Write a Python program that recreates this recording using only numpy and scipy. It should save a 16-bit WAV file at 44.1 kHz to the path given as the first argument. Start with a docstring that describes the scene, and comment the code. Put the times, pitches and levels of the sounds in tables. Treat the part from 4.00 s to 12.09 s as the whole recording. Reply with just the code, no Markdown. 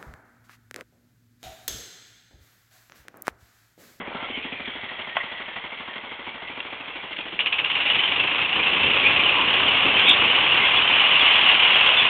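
"""Garden tractor pull

A single-cylinder garden tractor putts and clatters at idle on a dirt pulling track. The throttle opens:
the exhaust barks, speeds up and merges into a rasping roar as the sled loads the engine, dipping as a
bystander walks past. Early on, a hand cups, rubs and knocks the small, narrow-band camera.
Brief squeals come and go, and thin crackles top the loudest moments."""
import sys
import numpy as np
from scipy import signal
from scipy.fft import rfft, irfft, next_fast_len
from scipy.io import wavfile
from scipy.ndimage import uniform_filter1d, map_coordinates

SR = 44100
rng = np.random.default_rng(int(sys.argv[2]) if len(sys.argv) > 2 else 0)


def digitize_waveform(pressure):
    """Quantize a signal to 16-bit integers and store it at the path in sys.argv[1].

    Rows of a 2-D input are taken as channels; values are limited to [-1, 1].
    """
    field = np.atleast_2d(pressure).T
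    bounded = np.clip(field, -1, 1)
    quanta = np.round(bounded * 32767).astype(np.int16)
    wavfile.write(sys.argv[1], SR, quanta)


N = 356769
TIME = np.arange(N) / SR
THROTTLE_OPEN_S = 3.388

# engine speed (time [s], firing rate [Hz])
FIRING_RATE = [(0, 13.36), (.4, 13.41), (.8, 12.68), (1.2, 12.18), (1.8, 12.6), (2.4, 13.15), (3.1, 13.01),
               (3.35, 14.74), (3.5, 15.6), (3.7, 18.33), (3.9, 21.58), (4.15, 24.9), (4.35, 28.07),
               (4.55, 28.66), (5.2, 31), (5.9, 36), (8.1, 38)]
# the pipe's resonances rise together as the throttle is eased open (time [s], pitch [ratio])
PIPE_PITCH = [(0, 1.02), (.55, 1.1), (.95, 0.97), (1.6, 0.97), (2.65, 1.13), (3.2, 1.38), (4.0, 1.43),
              (5.1, 1.32), (5.6, 1.45), (8.1, 1.566)]
# tone colours of soft gas puff, metal clatter, throaty roar and bright rasp (frequency [Hz], level [dB])
PUFF_EQ = [(200, -42.5), (420, -9.5), (560, 0), (750, 0.5), (950, 2.5), (1250, -1), (1600, -2),
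           (2100, -18.5), (3500, -21), (5000, -51.5)]
CLATTER_EQ = [(940, -16.5), (1600, -8), (1830, -4), (2000, 0.5), (2270, 1.5), (2360, -1.5), (2560, -2),
              (2690, 1), (2980, -2), (3300, 2), (3700, -11.5), (4300, -27.5), (4590, -52.5), (5970, -84),
              (10100, -120)]
ROAR_EQ = [(280, -29), (480, -6.5), (768, 1), (1030, 2), (1680, -1.5), (1800, -23), (2340, -33.5),
           (3960, -120)]
RASP_EQ = [(970, -46.5), (1650, -12), (2760, 1), (2950, -0.5), (3460, -6.5), (4210, -31.5), (4590, -52.5),
           (5970, -73), (10100, -120)]


def amp(db):
    """Decibels to gain."""
    return 10 ** (np.asarray(db) / 20)


def unit(x):
    """Scale to rms 1."""
    return x / np.sqrt(np.mean(x ** 2) + 1e-20)


def steady(x):
    """Ride the level to rms 1 over every quarter second."""
    power = uniform_filter1d(uniform_filter1d(x * x, SR // 4), SR // 12)
    return x / np.sqrt(np.abs(power) + 1e-12)


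def blend(base, extra, strength):
    """Mix two unrelated sounds at constant power."""
    return (base + strength * extra) / np.sqrt(1 + strength ** 2)


def curve(rows):
    """An automation curve through (time, value) points."""
    return np.interp(TIME, *np.transpose(rows))


def swell(s, width_s):
    """A bell-shaped rise and fall round time s."""
    return np.exp(-((TIME - s) / width_s) ** 2)


def wobble(rate):
    """A smooth random curve, rate knots a second."""
    return map_coordinates(rng.standard_normal(int(N * rate / SR) + 4), [TIME * rate])


def scatter(times, spread_db):
    """A random level in dB for each event."""
    return spread_db * rng.standard_normal(len(times))


def filtered(x, response):
    """Zero-phase filter with a gain given as a function of frequency."""
    size = next_fast_len(N + SR // 4)
    return irfft(rfft(x, size) * response(np.fft.rfftfreq(size, 1 / SR)), size)[:N]


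def coloured(x, eq):
    """Minimum-phase EQ through (Hz, dB) points."""
    size = 8192
    hz, db = np.transpose(eq)
    gain = amp(np.interp(np.log(np.fft.rfftfreq(size, 1 / SR) + 1), np.log(hz), db))
    cepstrum = irfft(np.log(np.maximum(gain, 1e-5)))
    cepstrum[1:size // 2] *= 2
    cepstrum[size // 2 + 1:] = 0
    return signal.fftconvolve(x, irfft(np.exp(rfft(cepstrum))))[:N]


def impulses(times, sizes):
    """Single-sample kicks at the given times."""
    return np.bincount(np.clip(np.round(times * SR).astype(int), 0, N), sizes, N + 1)[:N]


def bursts(times, db, rise, decay):
    """An envelope that swells and dies away at each time; rise and decay in seconds."""
    t = np.arange(SR // 4) / SR
    shape = (1 - np.exp(-t / rise)) * np.exp(-t / decay)
    return signal.fftconvolve(impulses(times, amp(db)), shape / shape.max())[:N]


def grit(rate, spread_db, smooth):
    """Random pops of uneven size, rate a second, on a bed of smooth noise."""
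    pops = (rng.random(N) < rate / SR) * rng.choice([-1, 1], N)
    sizes = amp(spread_db * rng.standard_normal(N).clip(-2, 2))
    return unit(pops * sizes) + smooth * rng.standard_normal(N)


def narrow_band(hz, width_hz):
    """Noise of rms 1 in a narrow band round a pitch that may move."""
    phase = 2 * np.pi * np.cumsum(hz * np.ones(N)) / SR
    return unit(wobble(width_hz) * np.cos(phase) + wobble(width_hz) * np.sin(phase))


def snaps(rows, eq, decay):
    """A sharp burst of coloured noise at each (s, dB) row."""
    s, db = np.transpose(rows)
    noise = rng.standard_normal(N)
    return coloured(bursts(s, db, rise=.00033, decay=decay) * noise, eq) / np.std(coloured(noise, eq))


def firing_times():
    """The cylinder fires each time the cycle count passes a whole number."""
    cycles = np.cumsum(curve(FIRING_RATE)) / SR
    return np.interp(np.arange(int(cycles[-1])), cycles, TIME)


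def latest(firings):
    """For each sample, the index of the last firing."""
    return np.searchsorted(firings, TIME, "right") - 1


def rev_gain(db, at_hz, db_per_octave):
    """A gain that follows the revs: db at a firing rate of at_hz, sloping from there."""
    return amp(db + db_per_octave * np.log2(curve(FIRING_RATE) / at_hz))


def putts(firings, force_db, gas, late_gas):
    """Each pressure pulse rings the pipe's lowest note; the cupped hand swells it until it leaves."""
    # hollow body of the putt (frequency [Hz], level [dB])
    putt_eq = [(30, -26), (70, -9), (140, -8.5), (190, -4.5), (250, -5), (330, -1), (480, -3), (700, -21.5),
               (1500, -76.5)]
    cupped = np.clip((.88 - TIME) / .2, 0, 1)
    note_hz = 235.6 * curve(PIPE_PITCH)
    since_firing = TIME - firings[latest(firings)]
    thump = bursts(firings, force_db, rise=.01, decay=.0054) * np.sin(2 * np.pi * note_hz * since_firing)
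    breath = coloured((gas + .15 * late_gas + .36) * rng.standard_normal(N), putt_eq)
    putt = blend(steady(breath), steady(thump), .74 + .25 * cupped)
    return rev_gain(-50, at_hz=12.2, db_per_octave=22.5) * amp(3.5 * cupped) * putt


def puffs(gas, late_gas):
    """Gritty gas leaves the pipe, softer as the idle picks up."""
    puff = coloured((gas + .1 * late_gas + .6) * grit(rate=1800, spread_db=2, smooth=.9), PUFF_EQ)
    return rev_gain(-41, at_hz=12.2, db_per_octave=-8.5) * steady(puff)


def pipe_ring(drive, firings, width_hz, stray):
    """The pipe's bright ring swells with the drive, at a slightly new pitch and strength each firing."""
    last = latest(firings)
    detune = 1 + stray * rng.standard_normal(len(firings)).clip(-2, 2)[last]
    strength = amp(scatter(firings, spread_db=2))[last]
    ring_hz = 1972 * curve(PIPE_PITCH) * detune
    return steady(strength * drive * narrow_band(ring_hz, width_hz))


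def valve_clatter(firings, gas):
    """The valve gear strikes twice, unevenly, between firings, over gas noise and the pipe's ring."""
    # clatter fader (time [s], level [dB])
    fader = [(0, -39.5), (.25, -35.5), (1.35, -35.5), (2.2, -38.5), (3.0, -36.5), (3.35, -35)]
    valves = bursts(firings + .019, scatter(firings, spread_db=5), rise=.0015, decay=.01)
    valves += bursts(firings + .05, scatter(firings, spread_db=5) + 4, rise=.0026, decay=.016)
    drive = .75 * gas + .25 * valves + .75
    rattle = steady(coloured(drive * grit(rate=1400, spread_db=2.5, smooth=.74), CLATTER_EQ))
    ring = pipe_ring(drive + 1, firings, width_hz=240, stray=.09)
    return amp(curve(fader)) * blend(rattle, ring, .52)


def idle(firings):
    """Each firing gives a hollow putt and a puff of gas; the valve gear clatters in between."""
    # the hardest idle firings (time [s], boost [dB])
    accents = [(.683, 4), (.998, 2), (1.245, 3), (1.565, 6), (1.645, 3), (2.275, 3)]
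    force_db = scatter(firings, spread_db=1) + sum(db * (np.abs(firings - s) < .03) for s, db in accents)
    # gas rushes out as the exhaust valve lifts, just ahead of the thump
    gas = bursts(firings - .005, force_db, rise=.004, decay=.018)
    late_gas = bursts(firings + .024, scatter(firings, spread_db=2), rise=.005, decay=.014)
    return putts(firings, force_db, gas, late_gas) + puffs(gas, late_gas) + valve_clatter(firings, gas)


def hand_reflection(x):
    """The reflection off a hand near the microphone cuts a notch that slides down as it moves away."""
    # echo off the hand (time [s], delay [ms], strength [0-1])
    reflection = [(0, 0.079, 0.7), (.22, 0.27, 0), (.33, 0.38, 0.36), (.5, 0.33, 0.14), (.7, 0.61, 0.33),
                  (.9, 0.52, 0)]
    s, delay_ms, strength = np.transpose(reflection)
    echo = np.interp(TIME - np.interp(TIME, s, delay_ms) / 1000, TIME, x)
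    return blend(x, echo, np.interp(TIME, s, strength))


def hand_rub():
    """A short, dull scuff of skin on the camera case."""
    scuff = unit(coloured(grit(rate=900, spread_db=6, smooth=.6), PUFF_EQ))
    return amp(-38) * swell(.19, width_s=.12) * scuff


def squeals():
    """Rough tones that swell and fade within a moment."""
    # squeals and rings (time [s], half-width [s], pitch [Hz], bandwidth [Hz], level [dB])
    cues = [(.213, 0.059, 1360, 90, -40), (0.349, .024, 3080, 190, -35), (.376, 0.034, 2200, 129.6, -39),
            (1.21, 0.015, 2010, 347, -29), (5.06, 0.044, 2453, 108, -22.5),
            (5.383, .05, 1034, 300.2, -25.5), (6.087, .021, 2554, 700, -16.5),
            (6.107, 0.033, 3430, 650, -13.5), (6.63, .035, 2130, 200, -22)]
    out = np.zeros(N)
    for s, width_s, hz, width_hz, db in cues:
        pure = np.sqrt(2) * np.sin(2 * np.pi * hz * TIME)
        out += amp(db) * swell(s, width_s) * blend(narrow_band(hz, width_hz), pure, .41)
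    return out


def case_knocks():
    """Each knock is a rough crack that rings the camera case's modes at new strengths."""
    # knocks of the hand (time [s], peak level [dB])
    cues = [(1.1675, -9), (1.203, -21)]
    # modes of the case (frequency [Hz], level [dB], time to fall 60 dB [s])
    modes = [(664, -6, 0.031), (880, -7, .03), (1080, -2.5, 0.071), (1745, -1.5, 0.052), (1970, -1, 0.062),
             (2630, -5, 0.03), (2970, -2, .03), (3300, -11, 0.029)]
    out, t = np.zeros(N), np.arange(SR // 5) / SR
    for s, db in cues:
        ring = np.zeros(len(t))
        for hz, mode_db, t60 in modes:
            envelope = amp(mode_db + rng.normal(0, 4.2) - 60 * t / t60)
            ring += envelope * np.sin(2 * np.pi * (hz * t + rng.random()))
        scrape = rng.standard_normal(len(t)) * (np.exp(-t / .0026) + .24 * np.exp(-t / .031))
        crack = filtered(scrape, lambda hz: (hz > 550) & (hz < 3500))[:len(t)]
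        hit = (ring + 4 * crack) * (1 - np.exp(-t / .00065))
        out[round(s * SR):][:len(t)] += amp(db) * hit / np.abs(hit).max()
    return out


def metal_ticks():
    """Loose metal on the idling tractor clicks and rings for an instant."""
    # ticks (time [s], relative level [dB])
    cues = [(1.8804, -24), (2.603, -18), (3.1278, -21), (3.1872, -21.5), (3.21, -22)]
    s, db = np.transpose(cues)
    ring = bursts(s, db, rise=.0004, decay=.0056) * np.sin(2 * np.pi * 2750 * TIME)
    return amp(-5.5) * snaps(cues, CLATTER_EQ, decay=.003) + amp(-6) * ring


def exhaust_rasp(flow, firings):
    """The bright, crackling edge of the blasts, with the pipe ringing along."""
    rasp = steady(coloured(flow * grit(rate=2200, spread_db=.5, smooth=1.2), RASP_EQ))
    ring = pipe_ring(flow, firings, width_hz=210, stray=.07)
    return rev_gain(-17, at_hz=38, db_per_octave=6.5) * blend(rasp, ring, .55)


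def exhaust_roar(flow):
    """The coarse midrange of the rushing gas; the pipe adds a hollow resonance."""
    rush = (flow + .94) * grit(rate=1300, spread_db=4, smooth=.8) * amp(.76 * wobble(16))
    roar = steady(coloured(rush, ROAR_EQ))
    hollow = steady(flow * narrow_band(1090, width_hz=230))
    return rev_gain(-26.5, at_hz=38, db_per_octave=8.5) * blend(roar, hollow, .45)


def load_rumble(flow):
    """The fluttering low end of the engine under load."""
    # weight of the rumble (frequency [Hz], level [dB])
    rumble_eq = [(15, -46.5), (25, -21), (86, -3.5), (171, -4), (285, 0.5), (560, -1), (730, -24),
                 (1230, -120)]
    # rumble fader (time [s], level [dB])
    fader = [(3.55, -46), (4.2, -38.5), (4.4, -40), (4.85, -33), (5.5, -35.5), (5.9, -32.5), (7.0, -38.5),
             (8.1, -39)]
    churn = (flow + 1.7) * grit(rate=900, spread_db=2, smooth=1.2) * amp(1.8 * wobble(22))
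    return amp(curve(fader)) * steady(coloured(churn, rumble_eq))


def pull(firings):
    """Open throttle: every firing is a blast; with speed the blasts grow louder and run together."""
    # gas that keeps flowing between blasts (time [s], strength beside a blast [ratio])
    through_flow = [(3.4, .17), (3.7, .3), (3.83, .8), (4.45, .7), (5, 1.5), (8, 1.7)]
    # the exhaust swells and eases as the sled drags (time [s], level [dB])
    effort = [(3.4, -1.2), (3.65, -.2), (3.95, 1.5), (4.6, -0.8), (5.15, 0.2), (5.45, -1.5), (5.9, -0.8),
              (6.8, -1), (7.2, 1.7), (7.8, 1), (8.1, 0)]
    firings = firings[firings > THROTTLE_OPEN_S - .02]
    blasts = bursts(firings - .003, scatter(firings, spread_db=1), rise=.005, decay=.017)
    flutter_db = .5 * wobble(8) + .6 * wobble(25) + .6 * wobble(220)
    flow = (blasts + curve(through_flow)) * amp(flutter_db)
    shadow = swell(4.367, width_s=.28)  # a bystander walks between tractor and camera
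    rasp = amp(curve(effort) - 3 * shadow) * exhaust_rasp(flow, firings)
    roar = amp(.3 * curve(effort) - 2.2 * shadow) * exhaust_roar(flow)
    return rasp + roar + load_rumble(flow)


def exhaust_barks():
    """The first firings on the open throttle crack twice each, bright with a little body."""
    # barks (time [s], relative level [dB])
    cues = [(3.391, -6), (3.459, -8), (3.526, -10.5), (3.584, -8), (3.646, -11), (3.7, -5.5), (3.9, -10)]
    cracks = list(cues) + [(s + .014, db - 2.5) for s, db in cues]
    return amp(-9) * snaps(cracks, RASP_EQ, decay=.0024) + amp(-26) * snaps(cracks, ROAR_EQ, decay=.004)


def crackles():
    """Thin, sharp ticks in the high treble at the loudest moments."""
    # crackles (time [s], peak level [dB])
    cues = [(6.094, -24), (6.0965, -39), (6.1115, -48), (6.1157, -42), (7.835, -48), (7.858, -48)]
    # their brittle colour (frequency [Hz], level [dB])
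    crackle_eq = [(3000, -43.5), (5000, -7), (8500, 3), (11000, -7.5), (12500, -13.5), (15500, -15.5)]
    s, db = np.transpose(cues)
    ticks = coloured(impulses(s, amp(db)), crackle_eq)
    return amp(db.max()) * ticks / np.abs(ticks).max()


def scene():
    """Idle gives way to the pull when the throttle opens."""
    firings = firing_times()
    throttle = np.clip((TIME - THROTTLE_OPEN_S) / .005, 0, 1)
    engine = (1 - throttle) * idle(firings) + throttle * pull(firings)
    spot_effects = exhaust_barks() + metal_ticks() + case_knocks() + squeals() + hand_rub()
    return hand_reflection(engine + spot_effects)[None]


def record(dry):
    """The camera rounds off the highest peaks and cuts the upper treble; a few crackles reach above."""
    ceiling, cutoff_hz, crackle_top_hz = .75, 4700, 16000
    rounded = dry[0] / (1 + np.abs(dry[0] / ceiling) ** 6) ** (1 / 6)
    narrow = filtered(rounded, lambda hz: 1 / (1 + (hz / cutoff_hz) ** 80))
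    return filtered(narrow + crackles(), lambda hz: hz < crackle_top_hz)[None]


dry = scene()
out = record(dry)
digitize_waveform(out)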